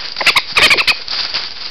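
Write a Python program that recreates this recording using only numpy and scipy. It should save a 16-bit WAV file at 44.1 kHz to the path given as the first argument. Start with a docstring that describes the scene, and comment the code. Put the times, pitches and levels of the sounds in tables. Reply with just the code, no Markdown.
"""Badger cubs squabbling in a night wood

Yelps are quick pitch arches from unevenly beating vocal folds, part rasp, part squeal, with low
grunts and throat clicks between. Paws scuff dry leaves, snap twigs and thud on earth; trees scatter
a faint tail over steady hiss and hum. A small, close microphone rings near 5 kHz and passes little
above it; the loud yelps overload the recorder."""
import sys
import numpy as np
from scipy import signal
from scipy.fft import rfft, irfft
from scipy.io import wavfile
from scipy.ndimage import uniform_filter1d

SR = 44100
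rng = np.random.default_rng(int(sys.argv[2]) if len(sys.argv) > 2 else 0)


def dump_mix(stems):
    """Bounce the given channels to the path in sys.argv[1] as a 16-bit WAV at rate SR."""
    frames = np.atleast_2d(stems).T  # one column per channel
    limited = np.clip(frames, -1, 1)  # hard clip at full scale
    pcm = np.round(limited * 32767).astype(np.int16)
    wavfile.write(sys.argv[1], SR, pcm)


N = 74970
TIME_S = np.arange(N) / SR


def voice(tilt_db_per_oct, contour, n_lines=24):
    """Folds beat unevenly; alternating strong and weak beats add half lines; air rasps in step."""
    # Throat and mouth response: (frequency [Hz], gain [dB])
    throat = [(200, -24.5), (400, -6.5), (700, -11), (1100, -6.5), (1500, -17), (1900, -5), (2350, -0.5),
              (2700, -4), (3200, -9), (3800, -13.5), (4450, -11), (5300, -32)]
    # Upper resonances that a wider gape lifts: (frequency [Hz], weight [dB])
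    gape_band = [(2550, -25), (3050, 1.5)]
    # Rasping air: (frequency [Hz], level [dB])
    air_spectrum = [(60, -10), (500, -1.5), (1400, 1.5), (2300, 1.5), (3500, 5.5), (4700, 4.5), (5600, -18)]
    jitter, shimmer_db, rasp_gain = 0.069, 2.5, 0.72  # each scaled by roughness
    tremble_hz, tremble_rad, half_line_rough = 296, 0.51, 0.75
    waver_hz, waver_db, waver_rad = 40, 2, 0.45
    soft_below_db, pressed_db, edge_s = -12.5, 6, 0.00061

    knots_s, *columns = np.transpose(contour)
    size = SR // 8
    start = int(knots_s[0] * SR) - SR // 200
    t = TIME_S[start:start + size]
    pitch_hz, level_db, doubling, rough, gape_db = (np.interp(t, knots_s, c) for c in columns)
    pitch_hz = pitch_hz * (1 + jitter * rough * drift(tremble_hz, t.shape))
    phase = 2 * np.pi * np.cumsum(pitch_hz) / SR
    harmonic = np.arange(1, n_lines + 1)[:, None] / 2
    is_half = harmonic % 1 > 0
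    line_hz = harmonic * pitch_hz

    # Soft sounds leave a nearly closed mouth: duller.
    bright_db = tilt_db_per_oct - 2.67 * np.maximum(soft_below_db - level_db, 0)
    line_db = db_at(throat, line_hz) + bright_db * np.log2(harmonic)
    line_db += waver_db * drift(waver_hz, line_hz.shape)
    line_db += gape_db * from_db(db_at(gape_band, line_hz))
    # A pressed, period-doubled voice loses its fundamental.
    line_db -= pressed_db * doubling * (harmonic <= 1) / harmonic
    gains = from_db(line_db) * np.where(is_half, doubling, 1) * (line_hz < SR / 6)
    gains /= np.sqrt(np.sum(gains ** 2, axis=0) / 2)
    lag_rad = rng.uniform(0, np.pi, (n_lines, 1)) + waver_rad * drift(waver_hz, line_hz.shape)
    lag_rad += tremble_rad * (rough + half_line_rough * is_half) * drift(tremble_hz, line_hz.shape)
    tone = np.sum(gains * np.cos(harmonic * phase + lag_rad), axis=0)
    tone *= from_db(shimmer_db * rough * drift(tremble_hz, t.shape))

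    air = noise(air_spectrum)
    air = air[:size] + (from_db(gape_db) - 1) * colour(air, gape_band)[:size]
    air /= np.sqrt(uniform_filter1d(air ** 2, size=256))
    rasp = rasp_gain * rough * air * (1 + np.cos(phase / 2)) * from_db(bright_db)

    outside_s = np.maximum(0, np.maximum(knots_s[0] - t, t - knots_s[-1]))
    envelope = from_db(level_db) * np.exp(-(outside_s / edge_s) ** 2)
    out = np.zeros(N)
    out[start:start + size] = envelope * (tone + rasp) / np.sqrt(1 + rough ** 2)
    return out


def yelps():
    """Short, loud calls that rise and fall in pitch."""
    # Calls: (mouth tilt [dB/octave], contour); contour rows:
    # (time [s], pitch [Hz], level [dB], period doubling [0-1], roughness [0-1], gape [dB])
    calls = [ (-6.5, [(.2065, 856, -14.5, 0, 0.1, -7), (.2115, 1104, -12, 0.2, 0.04, -4),
             (.218, 792, -15, 0.06, 0.54, -3), (.227, 520, -21.5, 0, 0.42, 2)]),
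             (-2.5, [(.2645, 1143, -12, 0.14, 0.26, 2), (.268, 1203, -4.5, 0.6, 0.7, -3),
             (.276, 1400, -7, 1, 0.41, -1.5), (.286, 1404, -3.5, 0.37, 0.42, -2.5),
             (.295, 1180, -7.5, 0, 0.07, 8.5), (.301, 1120, -9, 0.24, 0.34, 8),
             (.312, 550, -36, 0, 0.7, 10)]), (-2.5, [(.355, 846, -26.5, 0, 0.1, 20),
             (.364, 1065, -5.5, 0, 0.16, -11), (.375, 1308, -7, 0.08, 0.25, 21),
             (.382, 1063, -6.5, 0.26, 0.17, -10), (.388, 920, -15.5, 0.07, 0.14, -19)]),
             (-1.5, [(.5695, 1225, -4.5, 0, 0.37, -17), (.5715, 1292, -8.5, 0.2, 0.16, 16.5),
             (.579, 1218, -4, 0, 0.2, 0.5), (.585, 1084, -5.5, 0.9, 0, -6),
             (.588, 970, -18.5, .2, 0.3, 14.5)]), (-3.5, [(.6165, 1066, -7, 1, 0.55, -11),
             (.619, 1113, -4, 1, 0.77, -10), (.627, 1131, -6.5, 0.97, 0.54, 1),
             (.638, 1284, -3.5, 0.65, 0.03, 5), (.656, 1222, -5.5, 1, 0.05, 7),
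             (.665, 1081, -5, 1, 0.37, -5), (.670, 875, -17.5, .3, 0.4, 20), (.686, 398, -39.5, 0, .2, 2)]),
             (2.5, [(.7015, 1098, -26, 1, 0.1, -10), (.7035, 1150, -6, 1, 0.16, -13),
             (.713, 1125, -7.5, 0.7, 0.3, -1), (.723, 1245, -4.5, 0.2, 0, -6),
             (.735, 1085, -9.5, 0.1, .1, 5), (.740, 1023, -11, 0, 0.3, -8.5),
             (.746, 800, -34, 0.2, .2, -4)]), (-2.5, [(.776, 948, -14.5, 1, 0.7, 8.5),
             (.788, 1176, -10.5, 0.8, 0.66, 7.5), (.796, 1315, -12.5, 0.72, .5, 5),
             (.805, 1344, -8, 0, 0, 2), (.811, 1168, -12.5, 0.13, 0, 7), (.818, 957, -18.5, 0.06, 0, -5),
             (.822, 555, -24, 0, .3, -5)]), (1.5, [(.874, 1000, -16, 0.93, 0, 8.5),
             (.879, 1018, -10, 0.9, 0.48, -3), (.888, 1174, -9, 1, 0.22, 9.5),
             (.896, 1241, -10, 1, 0.55, 2), (.906, 1267, -5.5, 0.3, 0.03, -3.5),
             (.915, 1100, -16, .05, 0.2, 8), (.926, 486, -27, 0, 0.36, 7)]), ]
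    return sum(voice(tilt, contour) for tilt, contour in calls)


def grunts():
    """Low, rough glides that fade as they go."""
    # Glides: (time [s], length [s], first pitch [Hz], last pitch [Hz], level [dB])
    glides = [(0.587, .016, 495, 387, -10.5), (0.742, 0.017, 637, 361, -16.5),
              (0.76, 0.027, 326, 475, -18.5), (0.995, .016, 535, 392, -33.5)]
    tilt_db_per_oct, rough, fade_db = 1, 0.62, 9.5
    out = np.zeros(N)
    for start_s, length_s, first_hz, last_hz, level_db in glides:
        first = (start_s, first_hz, level_db, 0, rough, 0)
        last = (start_s + length_s, last_hz, level_db - fade_db, 0, rough, 0)
        out += voice(tilt_db_per_oct, [first, last])
    return out


def throat_clicks():
    """Lone clicks ring two mouth resonances before the longest squeal."""
    # Clicks: (time [s], level [dB])
    clicks = [(.5995, -5.5), (.6065, -10), (.6120, -5)]
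    # Mouth resonances: (frequency [Hz], gain [dB], decay [s])
    modes = [(2060, 1.5, 0.0015), (3660, -4, 0.0029)]
    return sum(from_db(db) * pings(clicks, hz, decay_s) for hz, db, decay_s in modes)


def leaves():
    """Paws push through leaves: each scuff swells and fades, bright crackle over dull crunch."""
    # Scuffs: (time [s], level [dB], rise [s], decay [s], crunch re crackle [dB])
    scuffs = [ (.005, -31.5, 0.038, 0.067, 3.5), (0.053, -29.5, 0.015, 0.039, 1),
              (0.121, -24.5, 0.0031, 0.0056, -13), (0.165, -25, 0.0021, 0.0071, 0),
              (0.187, -22.5, 0.0042, 0.024, -5.5), (0.254, -25, 0.021, 0.076, 0.5),
              (0.328, -31.5, 0.018, 0.0073, -9), (0.395, -28, 0.037, 0.014, -6.5),
              (0.508, -26.5, 0.028, 0.025, -2.5), (0.561, -22, 0.0069, 0.028, -2.5),
              (0.598, -27.5, 0.0055, 0.013, 7.5), (0.684, -17.5, 0.011, 0.0091, -5),
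              (0.761, -36, .02, 0.08, -19.5), (0.839, -34.5, 0.063, 0.031, 1.5),
              (0.961, -30.5, 0.038, 0.031, -1), (1.019, -31.5, 0.024, 0.01, 0),
              (1.11, -17.5, .003, 0.0042, -22.5), (1.133, -23, 0.025, 0.041, -0.5),
              (1.206, -19.5, 0.04, 0.011, -2.5), (1.250, -25, 0.045, 0.036, 0.5),
              (1.299, -29, 0.018, 0.034, 1), (1.355, -19.5, 0.013, 0.039, 1),
              (1.412, -31.5, 0.008, 0.053, 4.5), (1.462, -26, 0.015, 0.021, -5.5),
              (1.517, -34.5, 0.0081, 0.024, -2.5), (1.57, -31.5, 0.015, 0.011, -1),
              (1.614, -29.5, 0.023, 0.041, -2.5), (1.663, -28.5, 0.027, 0.034, -2)]
    # Bright crackle: (frequency [Hz], level [dB])
    crackle_spectrum = [(1000, -20.5), (2500, -23), (3700, 2), (4700, 8.5), (6000, -10.5)]
    # Dull crunch: (frequency [Hz], level [dB])
    crunch_spectrum = [(60, -20.5), (200, -8.5), (700, -4), (1300, 1), (2400, 1), (3500, 0.5), (5000, -25)]
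    peak_s, level_db, rise_s, decay_s, crunch_db = np.transpose(scuffs)[:, :, None]
    age_s = TIME_S - peak_s
    swells = from_db(level_db) * np.exp(-np.maximum(-age_s / rise_s, age_s / decay_s))
    crackle = np.linalg.norm(swells, axis=0) * fractures(crackle_spectrum)
    crunch = np.linalg.norm(swells * from_db(crunch_db), axis=0) * fractures(crunch_spectrum)
    return crackle + crunch


def fractures(spectrum, rate_per_s=2500, spread_db=5.5, hiss_gain=0.58):
    """Tiny leaf fractures of uneven size over a soft rubbing hiss; rms 1."""
    sizes = from_db(spread_db * np.minimum(rng.exponential(1, N), 3)) * rng.choice([-1, 1], N)
    clicks = unit_rms(sizes * (rng.random(N) < rate_per_s / SR))
    return unit_rms(colour(clicks + hiss_gain * rng.standard_normal(N), spectrum))


def twigs():
    """Twigs and stiff leaves snap with a bright tick."""
    # Snaps: (time [s], level [dB])
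    snaps = [(.0590, -9), (.0855, -9.5), (1.0829, -5.5), (1.1084, -16.5), (1.2076, -5.5), (1.233, -6.5),
             (1.2498, -5), (1.3415, -5.5), (1.3774, -9.5), (1.4367, -6), (1.5075, -11.5)]
    return pings(snaps, hz=4435, decay_s=0.00043)


def steps(half_width_s=0.006):
    """Paws land on earth with a soft, dull thud."""
    # Footfalls: (time [s], level [dB])
    footfalls = [(.168, -37.5), (.530, -36)]
    # Earth thud: (frequency [Hz], level [dB])
    earth_spectrum = [(70, -16), (170, -2), (280, -3), (600, -37)]
    envelope = sum(from_db(db) * np.exp(-((TIME_S - s) / half_width_s) ** 2) for s, db in footfalls)
    return noise(earth_spectrum) * envelope


def tree_scatter(x, gain_db=-18, t60_s=0.31, build_s=0.00033):
    """Trunks and foliage return a faint, diffuse tail."""
    # Scattered sound: (frequency [Hz], level [dB])
    tail_spectrum = [(200, -19), (1200, -5.5), (2500, 5), (4500, 6.5), (6000, -2)]
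    tail = noise(tail_spectrum) * from_db(-60 * TIME_S / t60_s) * (1 - np.exp(-TIME_S / build_s))
    return from_db(gain_db) * signal.fftconvolve(x, tail / np.linalg.norm(tail))[:N]


def background(hiss_db=-37, hum_hz=73.4, hum_db=-65):
    """Steady hiss with a faint low hum."""
    # Night hiss: (frequency [Hz], level [dB])
    hiss_spectrum = [(25, -4), (70, 5), (110, -2), (200, -4.5), (500, -1), (1200, -4), (2500, -0.5),
                     (4500, 1.5), (6000, -12.5)]
    hum = np.sqrt(2) * np.sin(2 * np.pi * hum_hz * TIME_S)
    return from_db(hiss_db) * noise(hiss_spectrum) + from_db(hum_db) * hum


def pings(hits, hz, decay_s):
    """Each impulse (time [s], level [dB]) rings one resonance."""
    out = np.zeros(N)
    for start_s, level_db in hits:
        age_s = np.maximum(TIME_S - start_s, 0)
        out += from_db(level_db) * np.exp(-age_s / decay_s) * np.sin(2 * np.pi * hz * age_s)
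    return out


def from_db(db):
    """Decibels to gain."""
    return 10 ** (np.asarray(db) / 20)


def unit_rms(x):
    """Scale to rms 1."""
    return x / np.sqrt(np.mean(x ** 2) + 1e-20)


def db_at(spectrum, hz):
    """Interpolate a spectrum on a log-frequency axis."""
    knots_hz, knots_db = np.transpose(spectrum)
    return np.interp(np.log(np.maximum(hz, 1)), np.log(knots_hz), knots_db)


def colour(x, spectrum):
    """Filter by a smooth spectrum."""
    bins_hz = np.arange(N + 1) * SR / (2 * N)
    return irfft(rfft(x, 2 * N) * from_db(db_at(spectrum, bins_hz)))[:N]


def noise(spectrum):
    """Coloured noise; rms 1."""
    return unit_rms(colour(rng.standard_normal(N), spectrum))


def drift(cutoff_hz, shape):
    """Smooth random wander along the last axis; rms about 1."""
    white = rng.standard_normal((*shape[:-1], shape[-1] + 2000))  # extra samples settle the filter
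    slow = signal.sosfilt(signal.butter(2, cutoff_hz, fs=SR, output="sos"), white)
    return slow[..., -shape[-1]:] * np.sqrt(SR / (2 * cutoff_hz))


def scene():
    """Cubs and leaf litter among the trees; mono."""
    cubs = yelps() + grunts() + throat_clicks() + leaves() + twigs()
    return (cubs + tree_scatter(cubs) + background() + steps())[None]


def record(dry):
    """A ringing, narrow-band microphone feeds an input that overloads lopsidedly and thumps."""
    ring_hz, ring_width_hz, ring_db = 4922, 630, 8.5
    mic_top_hz, mic_stop_hz, recorder_top_hz = 5750, 6600, 15800
    ceiling, knee, bias, dc_offset = 0.735, 16, 0.015, 0.03
    slew_limit_per_sample, thump_db, thump_top_hz = 0.28, 1, 225
    ring = signal.lfilter(*signal.iirpeak(ring_hz, ring_hz / ring_width_hz, fs=SR), dry)
    mic = dry + (from_db(ring_db) - 1) * ring
    mic = signal.sosfilt(signal.butter(14, mic_top_hz, fs=SR, output="sos"), mic)
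    mic = signal.sosfilt(signal.cheby2(20, 60, mic_stop_hz, fs=SR, output="sos"), mic)
    biased = mic + bias
    clipped = biased / (1 + np.abs(biased / ceiling) ** knee) ** (1 / knee) - bias
    # Slopes past the slew limit make the input thump.
    slew = np.abs(np.gradient(mic, axis=1))
    excess = uniform_filter1d(np.maximum(slew - slew_limit_per_sample, 0), size=256)
    thump = from_db(thump_db) * excess / (1 + excess) * drift(thump_top_hz, mic.shape)
    lowpass = signal.firwin(255, recorder_top_hz, fs=SR, window="blackman")[None]
    return signal.fftconvolve(clipped + thump, lowpass, "same") + dc_offset


dry = scene()
out = record(dry)
dump_mix(out)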